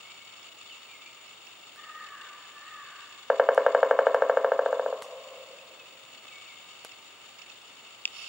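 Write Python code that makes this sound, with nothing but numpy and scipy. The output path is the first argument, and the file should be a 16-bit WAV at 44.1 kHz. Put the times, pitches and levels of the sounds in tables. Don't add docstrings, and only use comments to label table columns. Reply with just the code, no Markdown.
import sys
import numpy as np
from scipy import signal
from scipy.fft import rfft, irfft, next_fast_len
from scipy.io import wavfile
from scipy.ndimage import map_coordinates

SR = 44100
rng = np.random.default_rng(int(sys.argv[2]) if len(sys.argv) > 2 else 0)


def makeup_ratio(level_db):
    decades = np.asarray(level_db, float) / 20
    return 10 ** decades


def output_pcm(signal):
    pcm = np.clip(np.atleast_2d(signal).T, -1, 1) * 32767
    wavfile.write(sys.argv[1], SR, np.round(pcm).astype(np.int16))


N = 365148


def woodpecker():
    # [f/Hz, level/dB, t60/s, sign of first motion]
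    limb = [(300, -33, .06, 1), (420, -17.8, .086, -1), (524, -1.5, .056, 1), (682, -7.4, .038, -1),
            (794, -12.2, .03, -1), (887, -13.1, .041, -1), (1070, -14, .017, -1), (1259, -14.5, .023, 1),
            (1343, -15.5, .05, 1), (1596, -9.5, .034, -1), (1817, -17.1, .021, 1), (2200, -21.8, .019, 1)]
    # [f/Hz, width/Hz, level/dB]
    bark = [(2520, 100, -16.5), (2940, 400, -8.5), (3700, 400, -23.5), (4530, 650, -32), (5110, 400, -25),
            (6400, 600, -29.5)]
    # [delay/s, level/dB, sign]
    neighbours = [(.0085, -16.8, 1), (.0108, -17, 1), (.0116, -23, -1), (.0145, -24, -1), (.0154, -16, 1),
                  (.0287, -17.6, -1), (.0407, -22, -1), (.0541, -22, 1)]
    t = np.arange(SR // 5) / SR
    ring = sum(sign * makeup_ratio(db - 60 * t / t60) * np.sin(2 * np.pi * hz * t) for hz, db, t60, sign in limb)
    push, crack = np.zeros((2, N))
    u = np.arange(-50, 50)
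    for s, db in blows():
        contact_samples = .000065 * SR * makeup_ratio(-.8 * (db + 6))
        blow = np.exp(-.5 * (u / contact_samples) ** 2)
        push[round(s * SR) - 20:][:100] += makeup_ratio(db) * blow / blow.sum()
        crack[round(s * SR) + 70] = makeup_ratio(2.18 * db + 21)
    knock = signal.fftconvolve(push, ring)[:N] + filtered(crack, resonances(bark, order=2))
    knock = signal.sosfilt(signal.butter(6, 285, "high", fs=SR, output="sos"), knock)
    echoes = sum(sign * makeup_ratio(db) * np.roll(knock, round(delay * SR)) for delay, db, sign in neighbours)
    return knock, echoes


def blows():
    # [blow number, wait/ms]
    pace = [(0, 96.4), (1, 91.3), (5, 81.7), (10, 76), (15, 72.8), (16, 68.7), (20, 65.3)]
    # [t/s, peak level/dB]
    effort = [
        (3.3, -7.5),
        (3.39, -6),
        (3.95, -6.5),
        (4.55, -9.5),
        (4.86, -14),
        (4.93, -16.5),
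    ]
    start_s, count = 3.2997, 22
    waits_ms = np.interp(np.arange(count - 1), *np.transpose(pace))
    s = start_s + np.cumsum(np.r_[0, waits_ms]) / 1000
    return zip(s, np.interp(s, *np.transpose(effort)))


def trunks(x, near_db, far_db):
    # [f/Hz, t60/s]
    near = [(400, 0.33), (1500, 0.24), (5000, 0.15)]
    # [f/Hz, t60/s]
    far = [(430, 0.37), (530, 3.08), (750, 2.2), (1200, 2.52), (3000, 0.51), (8000, 0.74)]
    echo = makeup_ratio(near_db) * tail(near) + makeup_ratio(far_db) * tail(far)
    return signal.fftconvolve(np.pad(x, (800, 0))[None], echo, axes=1)[:, :N]


def tail(decays):
    hz, t, z = signal.stft(rng.standard_normal((2, 2 * SR)), SR, nperseg=256)
    echo = signal.istft(z * makeup_ratio(-60 * t / along(decays, hz)[:, None]), SR, nperseg=256)[1]
    echo = diffuse(echo, [(500, 1.0), (1500, 0.99), (4000, .4)])
    return echo / np.linalg.norm(echo[0])


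def crow():
    # [t/s, length/s, top pitch/Hz, scoop up to it/Hz, level/dB]
    caws = [
        (1.752, .55, 616.3, 139.8, -48.5),
        (2.526, .5, 598.3, 40, -48.5),
    ]
    # [f/Hz, width/Hz, level/dB]
    throat = [(1240, 440, 0), (1780, 560, 6.5)]
    voice = np.zeros(N)
    for row in caws:
        hz, db, sounding = caw(*row)
        turns = np.cumsum(hz * (1 + 0.02774 * wobble(90))) / SR
        gate = (.5 + .5 * np.cos(2 * np.pi * turns)) ** 6
        source = unit(gate - gate.mean()) + 0.71 * unit(gate * rng.standard_normal(N))
        throaty = unit(filtered(source, resonances(throat, order=2)))
        voice += sounding * makeup_ratio(db - 3 + 2.2 * wobble(40)) * throaty
    return voice


def caw(s, length, top_hz, scoop_hz, db):
    scoop_s, attack_s, release_s = .02, .04, .1
    sag_s, bend_s, sag_hz_per_s, tire_db_per_s = .3, 0.024, 560, 8.5
    t = np.arange(N) / SR - s
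    tiring = bend_s * np.logaddexp(0, (np.clip(t, 0, length) - length + sag_s) / bend_s)
    hz = top_hz - scoop_hz * np.exp(-np.maximum(t, 0) / scoop_s) - sag_hz_per_s * tiring
    sounding = np.clip(np.minimum(t / attack_s, (length - t) / release_s), 0, 1)
    return hz, db - tire_db_per_s * tiring, sounding


def songbird():
    # [t/s, length/s, first f/Hz, last f/Hz, level/dB]
    chirps = [(0.025, 0.13, 2180, 2330, -53), (.2, 0.042, 2240, 2240, -52), (.42, .02, 3350, 3510, -53),
              (0.662, 0.048, 3350, 3450, -59), (0.697, 0.049, 3120, 2650, -45),
              (0.881, 0.065, 2420, 2300, -51.5), (.93, 0.047, 2250, 2130, -51),
              (1.048, 0.041, 2305, 2410, -48.5), (5.58, 0.022, 2820, 2450, -48),
              (5.785, 0.043, 2650, 2490, -48), (6.281, 0.018, 2650, 2560, -48),
              (6.307, 0.085, 2320, 2190, -48), (6.452, 0.022, 2890, 2480, -49),
              (6.48, .05, 2410, 2100, -48)]
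    song, waver = np.zeros(N), 1 + 0.01 * wobble(120)
    for s, length, first_hz, last_hz, db in chirps:
        k, n = round(s * SR), int(length * SR)
        hz = np.linspace(first_hz, last_hz, n) * waver[k:][:n]
        whistle = np.sin(2 * np.pi * np.cumsum(hz) / SR)
        song[k:][:n] += makeup_ratio(db) * np.hanning(n) ** 0.21 * whistle
    return song * makeup_ratio(0.87 * wobble(70))


def drops():
    # [t/s, peak/dB, low thud/dB, spatter/dB]
    falls = [
        (1.7594, -42, -17.5, -16),
        (3.5468, -33, -21, -18),
        (4.144, -41, -7.5, -20),
        (5.022, -33.5, -11.5, -10),
        (6.2527, -74.5, 16.5, -20),
        (6.848, -29, -17.5, -22),
    ]
    tick, thud, spatter = np.zeros((3, N))
    for s, db, thud_db, spatter_db in falls:
        k = round(s * SR)
        tick[k:][:400] += makeup_ratio(db) * burst(.006, size=400)
        thud[k:][:400] += makeup_ratio(db + thud_db + 21) * burst(0.023, size=400)
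        spatter[k + 200:][:6000] += makeup_ratio(db + spatter_db) * burst(.2, size=6000)
    bright = filtered(tick, resonances([(4830, 4000, 0), (9300, 5000, 0.97)], order=3))
    fine = filtered(spatter, resonances([(6400, 7000, 0)], order=3))
    return bright + fine + filtered(thud, resonances([(895, 2700, 0)], order=2))


def shell(hz):
    # [f/Hz, width/Hz, level/dB]
    left = [(1260, 270, -6), (2140, 550, -6), (2736, 190, -1.5), (2954, 450, 2), (3499, 200, 3),
            (3726, 220, -0.5), (4002, 91, -4.5), (4470, 170, 1), (6864, 530, -5.5), (7194, 280, -2),
            (7600, 250, -11.5), (8370, 1200, -17), (8700, 400, -20), (11270, 300, -26)]
    # [f/Hz, width/Hz, level/dB]
    right = [(1226, 180, 1.5), (2218, 200, -1), (2650, 210, 5), (2915, 66, -1), (3210, 220, -3.5),
             (3710, 270, -21), (4403, 200, -4), (4612, 150, -6), (5320, 790, -9.5), (6150, 350, -18),
             (6850, 270, -22), (7210, 280, -10), (7800, 1900, -20.5), (11100, 400, -30.5)]
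    return np.array([resonances(left, order=2)(hz), resonances(right, order=2)(hz)])


def motor():
    # [t/s, hiss level/dB]
    load = [(0.0, -49), (0.53, -51), (3.5, -50.5), (5.9, -52), (6.46, -49.5), (7.19, -51.5), (8.05, -50.5),
            (8.28, -46.5)]
    flutter = makeup_ratio(0.4 * wobble(4.0) + 0.42 * wobble(30) + 2.32 * wobble(160))
    noise = diffuse(rng.standard_normal((2, N)), [(1000, 0.8), (3000, 0.8), (7000, 0.4)])
    return makeup_ratio(curves(load)[0]) * unit(filtered(flutter * noise, shell))


def handling():
    hand = touch()
    through_air = makeup_ratio(-22.5) * filtered(hand, resonances([(9900, 4000, 0.0073)], order=2))
    return filtered(hand * makeup_ratio([[-6], [4]]), shell) + through_air


def touch():
    # [t/s, peak/dB]
    scuffs = [(0.1494, -42), (0.314, -43), (0.4254, -37), (0.478, -38), (1.276, -40), (1.4646, -34.5),
              (1.5569, -52), (2.0689, -43), (6.9133, -33), (7.385, -33), (7.4158, -32.5), (7.495, -35.5),
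              (7.5444, -50), (7.6144, -44), (7.676, -40), (8.2694, -35.5)]
    edge_db = -2
    rub_start_s, rub_rise_s, rub_db = 8.085, 0.081, -43
    dull, edge = np.zeros((2, N))
    stroke = np.hanning(700)
    for s, db in scuffs:
        k = round(s * SR) - 150
        dull[k:][:700] += (makeup_ratio(db) * stroke * rng.standard_normal(700))[:N - k]
        edge[k:][:700] += (makeup_ratio(db + edge_db) * stroke * rng.standard_normal(700))[:N - k]
    rise = np.clip((np.arange(N) / SR - rub_start_s) / rub_rise_s, 0, 1) ** 2
    rub = rise * makeup_ratio(rub_db + 1.9 * wobble(250)) * rng.standard_normal(N)
    knock = filtered(dull, resonances([(2730, 2100, 3.0)], order=2))
    scrape = filtered(edge, resonances([(5600, 2300, 5.8)], order=2))
    rustle = resonances([(3280, 2200, 11.7), (5670, 2200, 12.0), (9700, 2000, 10.5)], order=2)
    return knock + scrape + filtered(rub, rustle)


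def snap():
    # [t/s, peak/dB]
    impacts = [
        (8.0539, -13),
        (8.057, -30.5),
        (8.0587, -35),
        (8.0767, -32),
        (8.082, -43),
    ]
    hits = np.zeros(N)
    for s, db in impacts:
        hits[round(s * SR)] = makeup_ratio(db + 31.5)
    plastic = [(2650, 740, -1.5), (3460, 700, -11), (5140, 1800, -12), (7000, 1400, -22), (9900, 1600, -39)]
    ring = filtered(hits, resonances(plastic, order=3))
    return np.array([ring, np.roll(ring, 4)]) * makeup_ratio([[0], [1.5]])


def air():
    # [f/Hz, density/dB per Hz]
    spectrum = [(20, -23.5), (50, -18), (95, -14), (120, -6.5), (150, -10), (400, -4), (900, -1.5),
                (1800, -6), (3000, -3.5), (5000, -16.5), (9000, -18.5), (13700, -34.5), (14500, -34.5),
                (16000, -55)]
    # [f/Hz, likeness/0-1]
    alike = [(60, .8), (300, .7), (1400, .55), (3000, 0.4), (8000, .3)]
    hush = filtered(rng.standard_normal((2, N)), lambda hz: makeup_ratio(along(spectrum, hz)))
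    return makeup_ratio(-56 + 0.43 * wobble(0.81)) * unit(diffuse(hush, alike)) * makeup_ratio([[.5], [-.5]])


def whine():
    whine_hz = 15674.65
    tone = np.sin(2 * np.pi * whine_hz * np.arange(N) / SR + .06 * wobble(40))
    sides = np.array([-makeup_ratio(-69 + wobble(1)), makeup_ratio(-58.5 + .4 * wobble(.5))])
    return sides * tone * makeup_ratio(.8 * wobble(20) + 1.3 * wobble(80))


def unit(x):
    return x / np.sqrt(np.mean(x ** 2) + 1e-20)


def along(points, hz):
    f, v = np.transpose(points)
    return np.interp(np.log(hz + 1), np.log(f + 1), v)


def curves(rows):
    s, *cols = np.transpose(rows)
    return [np.interp(np.arange(N) / SR, s, c) for c in cols]


def wobble(rate):
    knots = rng.standard_normal(int(N * rate / SR) + 4)
    return map_coordinates(knots, [np.arange(N) * rate / SR])


def burst(t60, size):
    return rng.standard_normal(size) * makeup_ratio(-60 * np.arange(size) / SR / t60)


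def filtered(x, response):
    m = next_fast_len(x.shape[-1] + SR // 2)
    return irfft(rfft(x, m) * response(np.fft.rfftfreq(m, 1 / SR)), m)[..., :x.shape[-1]]


def resonances(modes, order=1):
    def response(f):
        total = 0
        for k, (c, w, db) in enumerate(modes):
            total = total + (-1) ** k * makeup_ratio(db) * (1j * f * w / (c * c - f * f + 1j * f * w)) ** order
        return total
    return response


def diffuse(pair, alike):
    def mid_side(hz):
        turn = np.arccos(np.clip(along(alike, hz), -1, 1)) / 2
        return np.array([np.cos(turn), np.sin(turn)])
    mid, side = filtered(pair, mid_side)
    return np.array([mid + side, mid - side])


def scene():
    # [f/Hz, level/dB]
    returned = [(300, 6.5), (520, -2), (700, -1.5), (915, -6), (1000, 9), (1300, -3), (1600, -11),
                (2000, 8), (2500, 6), (4000, -9)]
    drum, echoes = woodpecker()
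    coloured = filtered(drum, lambda hz: makeup_ratio(along(returned, hz)))
    roll = drum + makeup_ratio(0.5) * echoes + trunks(coloured, near_db=-12.5, far_db=-14)
    caws, song = crow(), songbird()
    calls = 0.56 * caws + song + trunks(caws + 0.85 * song, near_db=-17.0, far_db=-3.0)
    wood = makeup_ratio([[.6], [-.6]]) * (roll + calls) + drops()
    return wood + motor() + handling() + snap() + air() + whine()


def roll_off(x):
    return signal.sosfilt(signal.butter(12, 16050, fs=SR, output="sos"), x)


def record(dry):
    return roll_off(dry)


dry = scene()
out = record(dry)
output_pcm(out)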